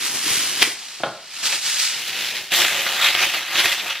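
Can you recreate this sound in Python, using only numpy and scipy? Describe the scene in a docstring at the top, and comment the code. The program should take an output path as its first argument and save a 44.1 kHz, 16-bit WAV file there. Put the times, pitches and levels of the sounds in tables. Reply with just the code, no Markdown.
"""A small kitchen, close to a wooden counter, in stereo. A little to one side, aluminium foil is pulled
off its roll and torn on the cutter, and the box is set down. The loose sheet rustles through the air;
straight ahead, it is spread over a ceramic cooker pot and two hands crush it into the hollow.
Every rustle is a swarm of tiny buckling creases that ring facets of foil."""
import sys
import numpy as np
from scipy import signal
from scipy.fft import rfft, irfft
from scipy.io import wavfile
from scipy.ndimage import uniform_filter1d

SR = 44100
rng = np.random.default_rng(int(sys.argv[2]) if len(sys.argv) > 2 else 0)


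def store_wav(level_fs):
    """Save 16-bit WAV to argv[1]."""
    pcm = np.round(np.clip(np.atleast_2d(level_fs), -1, 1) * 32767)
    wavfile.write(sys.argv[1], SR, pcm.T.astype(np.int16))


N = 176400
T = np.arange(N) / SR


def amp(db):
    """Decibels to gain."""
    return 10 ** (np.asarray(db) / 20)


def rms(x):
    """Mean strength."""
    return np.sqrt(np.mean(x ** 2) + 1e-20)


def value_at(points, hz):
    """A spectrum's value at any frequency."""
    point_hz, value = np.transpose(points)
    return np.interp(np.log(hz + 1), np.log(point_hz + 1), value)


def add(mix, start_s, sound):
    """Lays a sound into the mix."""
    part = mix[..., round(start_s * SR):][..., :sound.shape[-1]]
    part += sound[..., :part.shape[-1]]


def ring(x, response):
    """Convolves, keeping the length."""
    return signal.fftconvolve(np.atleast_2d(x), np.atleast_2d(response), axes=1)[:, :x.shape[-1]]


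def colour(x, tone, size=4096):
    """Minimum-phase filter with the given spectrum."""
    log_gain = np.log(amp(value_at(tone, abs(np.fft.fftfreq(size, 1 / SR)))))
    spectrum = np.exp(np.conj(signal.hilbert(log_gain)))
    return ring(x, np.fft.ifft(spectrum).real[:size // 2])


# Room tone at the microphone (frequency [Hz], level [dB])
ROOM_TONE = [(20, -2), (60, -9), (200, -4.5), (1000, -2), (5000, 3), (15000, -81)]
def room_tone():
    """The faint, steady hiss of the kitchen."""
    air = colour(rng.standard_normal((2, N)), ROOM_TONE)
    return amp(-49) * air / rms(air)


# Reverberation around the counter (frequency [Hz], t60 [s])
KITCHEN_DECAY = [(100, 0.3), (800, 0.46), (3000, 0.37), (8000, 0.56), (15000, 0.1)]
def kitchen(x, wet_db):
    """Adds the room: sparse reflections, each band dying at its own speed."""
    taps = rng.choice([-1., 1.], (2, SR // 2)) * (rng.random((2, SR // 2)) < 1 / 16)
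    taps *= T[:SR // 2] > .004  # the direct sound arrives first
    hz, t, bands = signal.stft(taps, SR, nperseg=256)
    tail = signal.istft(bands * amp(-60 * t / value_at(KITCHEN_DECAY, hz)[:, None]), SR)[1]
    reverb = ring(x, tail / np.linalg.norm(tail[0]))
    return (x + amp(wet_db) * reverb) / np.hypot(1, amp(wet_db))


def crease(hz, t60, ringing):
    """One crease buckles: a tick, a brief shiver and a briefer ring of the facet beside it (mid, side)."""
    t = T[:SR // 25]
    note = np.exp(-t / .0025) * np.sin(2 * np.pi * (hz * t + rng.random((2, 1))))
    shiver = rng.standard_normal((2, len(t)))
    tick = 0.17 * np.exp(-t / 0.000052)
    out = (shiver + 2 * ringing * note) * (amp(-60 * t / t60) + tick)
    return out / np.linalg.norm(out[0])


def creases(per_s, spread_db, min_t60, ringing, facets=120):
    """A swarm of creases of uneven size, each ringing one of many facets."""
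    size = amp(spread_db * np.minimum(rng.exponential(1, N), 4)) * (rng.random(N) < per_s / SR)
    size /= np.sqrt(abs(uniform_filter1d(size ** 2, size=1300)) + 0.0027)  # evens out the loudness
    size *= rng.choice([-1, 1], N)
    which, out = rng.integers(0, facets, N), np.zeros((2, N))
    pitches = np.geomspace(1300, 7000, facets)
    sounds = [crease(hz, min_t60 * rng.uniform(1.0, 2.46), ringing) for hz in pitches]
    for i in np.flatnonzero(size):
        add(out, T[i], size[i] * sounds[which[i]])
    return out


def handled(swarm, curve, fade_s):
    """Mids, bass and treble of a swarm swell with the handling, which fades at both ends."""
    times, *levels = np.transpose(curve)
    hz, spectrum = np.fft.rfftfreq(N, 1 / SR), rfft(swarm)
    bass = 1 / (1 + (hz / 1000) ** 8)
    treble = 1 - 1 / (1 + (hz / 5500) ** 8)
    bands = [irfft(spectrum * share, N) for share in (1 - bass - treble, bass, treble)]
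    fade = np.sqrt(np.clip(.5 + np.minimum(T - times[0], times[-1] - T) / fade_s, 0, 1))
    return fade * sum(band / rms(band[0]) * amp(np.interp(T, times, db)) for band, db in zip(bands, levels))


# Foil leaving the roll (time [s], mid level [dB], bass level [dB], treble level [dB])
PULL_LEVELS = [(0.0, -29.5, -44.5, -36), (0.064, -25, -43.5, -30.5), (0.118, -31.5, -42.5, -34.5),
               (0.162, -27.5, -37, -31.5), (0.21, -29.5, -47, -34.5), (0.276, -23.5, -37.5, -29.5),
               (0.332, -23.5, -39, -27), (0.558, -28.5, -44, -35.5), (0.606, -25, -40.5, -32.5),
               (0.628, -11.5, -25, -27), (0.637, -23.5, -36.5, -30.5), (0.74, -37, -48, -41.5)]
# Its colour from close by (frequency [Hz], level [dB])
PULL_TONE = [(40,-32), (110,-12.5), (235,-7.5), (350,-3), (520,-10.5), (1490,-1), (2920,4.5), (5720,-1),
             (9500,-9.5), (12500,-12.5), (15500,-40)]
def pull():
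    """Foil peels off the turning roll in a fine dense crackle."""
    swarm = colour(creases(per_s=3000, spread_db=-0.5, min_t60=0.0073, ringing=0.2), PULL_TONE)
    return amp(-0.28) * kitchen(handled(swarm, PULL_LEVELS, fade_s=0.022), wet_db=-11)


def sparkle(curve, offset_db, per_s=4000):
    """A very high, fine sizzle over the foil's rustle, swelling steeply with its treble level."""
    times, _, _, treble_db = np.transpose(curve)
    ticks = rng.standard_normal((2, N)) * (rng.random(N) < per_s / SR)
    ticks = signal.sosfilt(signal.butter(6, 11200, "high", fs=SR, output="sos"), ticks)
    swell = amp(offset_db + 1.91 * np.interp(T, times, treble_db))
    return ticks / rms(ticks) * swell * (T > times[0]) * (T < times[-1])


# The roll in its box, almost dry (time [s], level [dB], pitch [Hz])
ROLL_BUMPS = [(0.263, -22.5, 300), (0.31, -26.5, 119), (0.373, -31, 128), (.674, -23, 335)]
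def roll_bumps(t60=.04):
    """The roll thuds softly against its box as it turns and stops."""
    out, t = np.zeros((2, N)), T[:SR // 5]
    attack = np.minimum(t / .003, 1)
    for start_s, db, hz in ROLL_BUMPS:
        add(out[0], start_s, amp(db - 60 * t / t60) * attack * np.sin(2 * np.pi * hz * t))
    return kitchen(out, wet_db=-23)


# Colour of the rip at the cutter (frequency [Hz], level [dB])
TEAR_TONE = [(40,-20), (100,-15), (200,-23), (300,-8), (400,-5), (520,-16), (1000,-22), (1800,-4), (2100,0),
             (2500,-4), (3150,5), (3800,-10), (8000,-15), (15500,-18)]
def tear(part_s=.628, rise_s=0.0062, fall_s=0.0027):
    """A quickly swelling run of cracks along the cutter's teeth, and one sharp crack as the sheet parts."""
    swell = np.exp(np.minimum((T - part_s) / rise_s, (part_s - T) / fall_s))
    teeth = colour(creases(per_s=6600, spread_db=-2.5, min_t60=0.002, ringing=0.47, facets=60), TEAR_TONE)
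    out = amp(-6.5) * swell * 2 * np.tanh(teeth / rms(teeth[0]) / 2)
    crack = colour(crease(2330, t60=0.014, ringing=0.53), TEAR_TONE)
    add(out, part_s - .001, amp(-2) * crack / abs(crack[0]).max())
    out = signal.lfilter(*signal.butter(2, 170, "high", fs=SR), out)
    return kitchen(out, wet_db=-8) * amp([[0], [-4]])  # less side: a narrower image


# The sheet above the counter (time [s], mid level [dB], bass level [dB], treble level [dB])
CARRY_LEVELS = [(.74,-36.5,-51,-44), (.96,-38,-57,-45), (1.19,-44,-62,-54), (1.29,-41,-62,-50),
                (1.355,-34,-55,-42), (1.424,-32,-48,-38), (1.431,-26,-42,-33), (1.462,-20,-39,-27.5),
                (1.505,-26,-43,-31), (1.544,-23,-39,-29.5), (1.604,-33,-52,-38), (1.662,-24,-44,-30),
                (1.72,-24,-46,-30), (1.77,-26.5,-49,-32), (1.8,-22,-47,-27), (1.86,-23.5,-48,-29),
                (1.95,-28,-49,-37)]
# Its colour in the air (frequency [Hz], level [dB])
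CARRY_TONE = [(40,-38), (130,-20), (520,-16), (900,-11), (1500,-8), (2600,-2), (4400,-1.5), (8500,-9),
              (10700,-19.5), (12800,-17.5), (15500,-43)]
def carry():
    """The loose sheet rustles as it flexes in the air."""
    swarm = colour(creases(per_s=2200, spread_db=0, min_t60=0.019, ringing=0.5), CARRY_TONE)
    return amp(-0.92) * kitchen(handled(swarm, CARRY_LEVELS, fade_s=0.17), wet_db=-11)


# The box landing, with plenty of room around it (time [s], level [dB], low-pass cutoff [Hz])
BOX_KNOCKS = [(1.002, -26, 680), (1.0345, -8, 3800), (1.056, -21, 1500), (1.069, -19, 1600)]
# Its hollow body (frequency [Hz], level [dB], t60 [s])
BOX_MODES = [(139, -14, .07), (326, -2, 0.055), (558, -5, 0.12), (690, 9, 0.033), (839, -5.5, 0.17),
             (1067, -5, 0.11), (1330, 4, 0.064), (1500, -5, 0.045)]
# Its rattle (frequency [Hz], level [dB])
RATTLE_TONE = [(40, -39), (120, -4), (330, -2), (460, -5), (600, 4), (780, 1), (950, -4.5), (1450, -1),
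               (1750, -11), (3800, -6.5), (5000, -27), (15000, -73)]
def box_knocks():
    """The cardboard box knocks hollowly on the counter and settles."""
    out, t = np.zeros((2, N)), T[:SR // 3]
    body = modes(BOX_MODES).sum(0)
    attack = np.minimum(t / 0.0018, 1)
    for start_s, db, cutoff_hz in BOX_KNOCKS:
        rattle = colour(rng.standard_normal(len(t)) * amp(-60 * t / 0.058), RATTLE_TONE)[0]
        blow = attack * body / abs(body).max() + amp(-4) * rattle / abs(rattle).max()
        blow = signal.lfilter(*signal.butter(2, cutoff_hz, fs=SR), blow)
        add(out, start_s, amp(db) * blow / abs(blow).max())
    out = signal.sosfilt(signal.butter(6, 88, "high", fs=SR, output="sos"), out)
    return kitchen(out, wet_db=-5)


def modes(table):
    """A body's resonances: one decaying sine per row."""
    t = T[:SR // 3]
    return np.array([amp(db - 60 * t / t60) * np.cos(2 * np.pi * hz * t) for hz, db, t60 in table])


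# Large folds giving way close by (time [s], relative level [dB], ring [Hz], crunch t60 [s])
FOLD_SNAPS = [(1.5258, -9, 2590, .1), (2.5192, -10, 2500, .15), (2.6195, -5, 3560, .05),
              (2.6484, -5, 3520, .04), (2.7916, -9, 2370, .08), (2.8655, -6.5, 1500, .03),
              (2.9653, -10, 3120, .06), (3.021, -7, 2070, .1), (3.0864, -4, 3150, .03),
              (3.1499, -4, 3130, .06), (3.2354, -4, 2590, .05), (3.3379, -11, 2600, .15),
              (3.5564, -9, 2580, .06), (3.5844, -7, 2330, .1), (3.6447, -4, 2020, .1),
              (3.6574, -5, 2520, .03), (3.954, -16.5, 2550, .15)]
# Colour of snapping and crushed foil (frequency [Hz], level [dB])
CRUSH_TONE = [(40,-29), (110,-15.5), (190,-16), (250,-18), (333,-9), (460,-12), (750,-3), (1020,-6.5),
              (1200,-6), (1700,-1), (2600,1.5), (3300,2), (4000,-2.5), (4900,-10.5), (7000,-18.5),
              (9500,-27), (12400,-21), (15500,-31.5)]
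def fold_snaps():
    """A large fold pops and sets off a dying run of smaller creases: one crunch."""
    pops, swell, t = np.zeros((2, N)), np.zeros(N), T[:SR // 5]
    run = colour(creases(per_s=1000, spread_db=1.5, min_t60=.01, ringing=.3, facets=40), CRUSH_TONE)
    for start_s, db, hz, run_t60 in FOLD_SNAPS:
        pop = colour(crease(hz, t60=0.029, ringing=0.7), CRUSH_TONE)
        add(pops, start_s, amp(db - 4) * pop / abs(pop[0]).max())
        add(swell, start_s, amp(db - 13 - 60 * t / run_t60))
    return pops + swell * run / rms(run[0])


# Foil on the rim, straight ahead (time [s], mid level [dB], bass level [dB], treble level [dB])
LAY_LEVELS = [(1.95, -26.5, -43.5, -38), (2.06, -31, -50.5, -37.5), (2.09, -24.5, -43.5, -34),
              (2.115, -29, -45.5, -39.5), (2.21, -25, -40, -34.5), (2.305, -26.5, -47, -35.5),
              (2.34, -32, -41.5, -40), (2.362, -23.5, -43, -36), (2.434, -36, -47, -42.5),
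              (2.505, -34.5, -56, -46)]
# Its colour there (frequency [Hz], level [dB])
LAY_TONE = [(40, -37), (114, -18.5), (309, -15.5), (1080, -13.5), (1650, -5.5), (2700, 0.5), (3700, -1),
            (9180, -17), (12400, -16), (15500, -22)]
def lay():
    """The sheet crinkles as it is spread over the pot's rim."""
    swarm = colour(creases(per_s=1800, spread_db=0, min_t60=0.016, ringing=0.35), LAY_TONE)
    return amp(-0.37) * kitchen(handled(swarm, LAY_LEVELS, fade_s=0.12), wet_db=-10)


def hands_over_pot(swarm, depth_db):
    """As the hands move over the pot and cover parts of it, broad patches of the colour come and go."""
    bands = signal.stft(swarm, nperseg=512)[2]
    patch = np.outer(np.hanning(17), np.hanning(13))  # smooths over frequency and time
    drift = signal.fftconvolve(rng.standard_normal(bands.shape[1:]), patch, "same")
    return signal.istft(bands * amp(depth_db * drift / rms(drift)))[1][:, :N]


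# Foil down in the pot (time [s], mid level [dB], bass level [dB], treble level [dB])
CRUSH_LEVELS = [(2.505, -36, -57, -48), (2.525, -20, -29, -25.5), (2.56, -22, -37.5, -22.5),
                (2.595, -18.5, -30, -23), (2.733, -24.5, -36, -32), (2.85, -24.5, -38.5, -31.5),
                (3.011, -22, -38, -32), (3.028, -16, -32.5, -28), (3.06, -16, -35, -26),
                (3.125, -25, -38.5, -33.5), (3.18, -21.5, -35.5, -32), (3.232, -18.5, -34, -27.5),
                (3.319, -27.5, -44, -35.5), (3.35, -21.5, -36, -31.5), (3.455, -31.5, -47.5, -42),
                (3.575, -20.5, -35, -29.5), (3.599, -15.5, -28, -25.5), (3.633, -22, -42, -31.5),
                (3.655, -20.5, -28.5, -26), (3.695, -20.5, -41, -32.5), (3.731, -19, -36, -30),
                (3.761, -29, -49, -37.5), (3.806, -22.5, -39.5, -37), (3.83, -32, -42.5, -38.5),
                (3.908, -21.5, -42, -36.5), (3.943, -32.5, -53, -43.5), (4.0, -30.5, -57, -47)]
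# The pot's hollow (frequency [Hz], relative level [dB], t60 [s])
POT_MODES = [(336, -12, 0.13), (553, -7, 0.12), (1210, -5.5, 0.064), (1860, -14, 0.038), (2060, -11, 0.044),
             (2530, -11, 0.023)]
def crush():
    """Fingers crush the sheet in coarse crackles; these and the fold snaps ring the hollow of the pot."""
    swarm = colour(creases(per_s=900, spread_db=1, min_t60=0.031, ringing=0.21, facets=200), CRUSH_TONE)
    foil = amp(-0.61) * handled(hands_over_pot(swarm, depth_db=1.6), CRUSH_LEVELS, fade_s=.005) + fold_snaps()
    # scaled so that a mode's gain at resonance does not depend on its decay
    hollow = sum(mode * 2 * np.log(1000) / (t60 * SR)
                 for mode, (_, _, t60) in zip(modes(POT_MODES), POT_MODES))
    return kitchen(foil + amp(6.5) * ring(foil, hollow), wet_db=-10.5)


def stereo(mid_side, width, aside):
    """Mid and side to left and right; only the treble is wide, and sound from aside lags on the left."""
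    mid, side = rfft(mid_side)
    side = np.sqrt(1 - aside ** 2) * side - 1j * aside * mid
    side = irfft(side * amp(value_at(width, np.fft.rfftfreq(N, 1 / SR))), N)
    return np.array([mid_side[0] + side, mid_side[0] - side])


# Width at the microphone, for the counter and for the pot (frequency [Hz], side gain [dB])
COUNTER_WIDTH = [(300, -31), (1400, -55.5), (3100, -13), (4500, -2.5), (6800, 1), (10000, 10),
                 (15000, 11.5)]
POT_WIDTH = [(300, -21.5), (1400, -54), (3100, -50.5), (4500, -2.5), (7500, -0.5), (10500, 7),
             (12500, -4.5), (15000, 1)]
def scene():
    """The work at the counter lies a little to one side of the microphone, the pot straight ahead."""
    counter = room_tone() + pull() + roll_bumps() + tear() + carry() + box_knocks()
    counter += sparkle(PULL_LEVELS, offset_db=9) + sparkle(CARRY_LEVELS, offset_db=11)
    pot = lay() + crush()
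    return stereo(counter, COUNTER_WIDTH, aside=0.41) + stereo(pot, POT_WIDTH, aside=0)


def record(dry, ceiling=.85, cutoff_hz=15700):
    """The very highest peaks clip, then the top of the treble is cut off."""
    low_pass = signal.firwin(511, cutoff_hz, window=("kaiser", 9), fs=SR)
    return signal.oaconvolve(np.clip(dry, -ceiling, ceiling), low_pass[None], "same")


dry = scene()
out = record(dry)
store_wav(out)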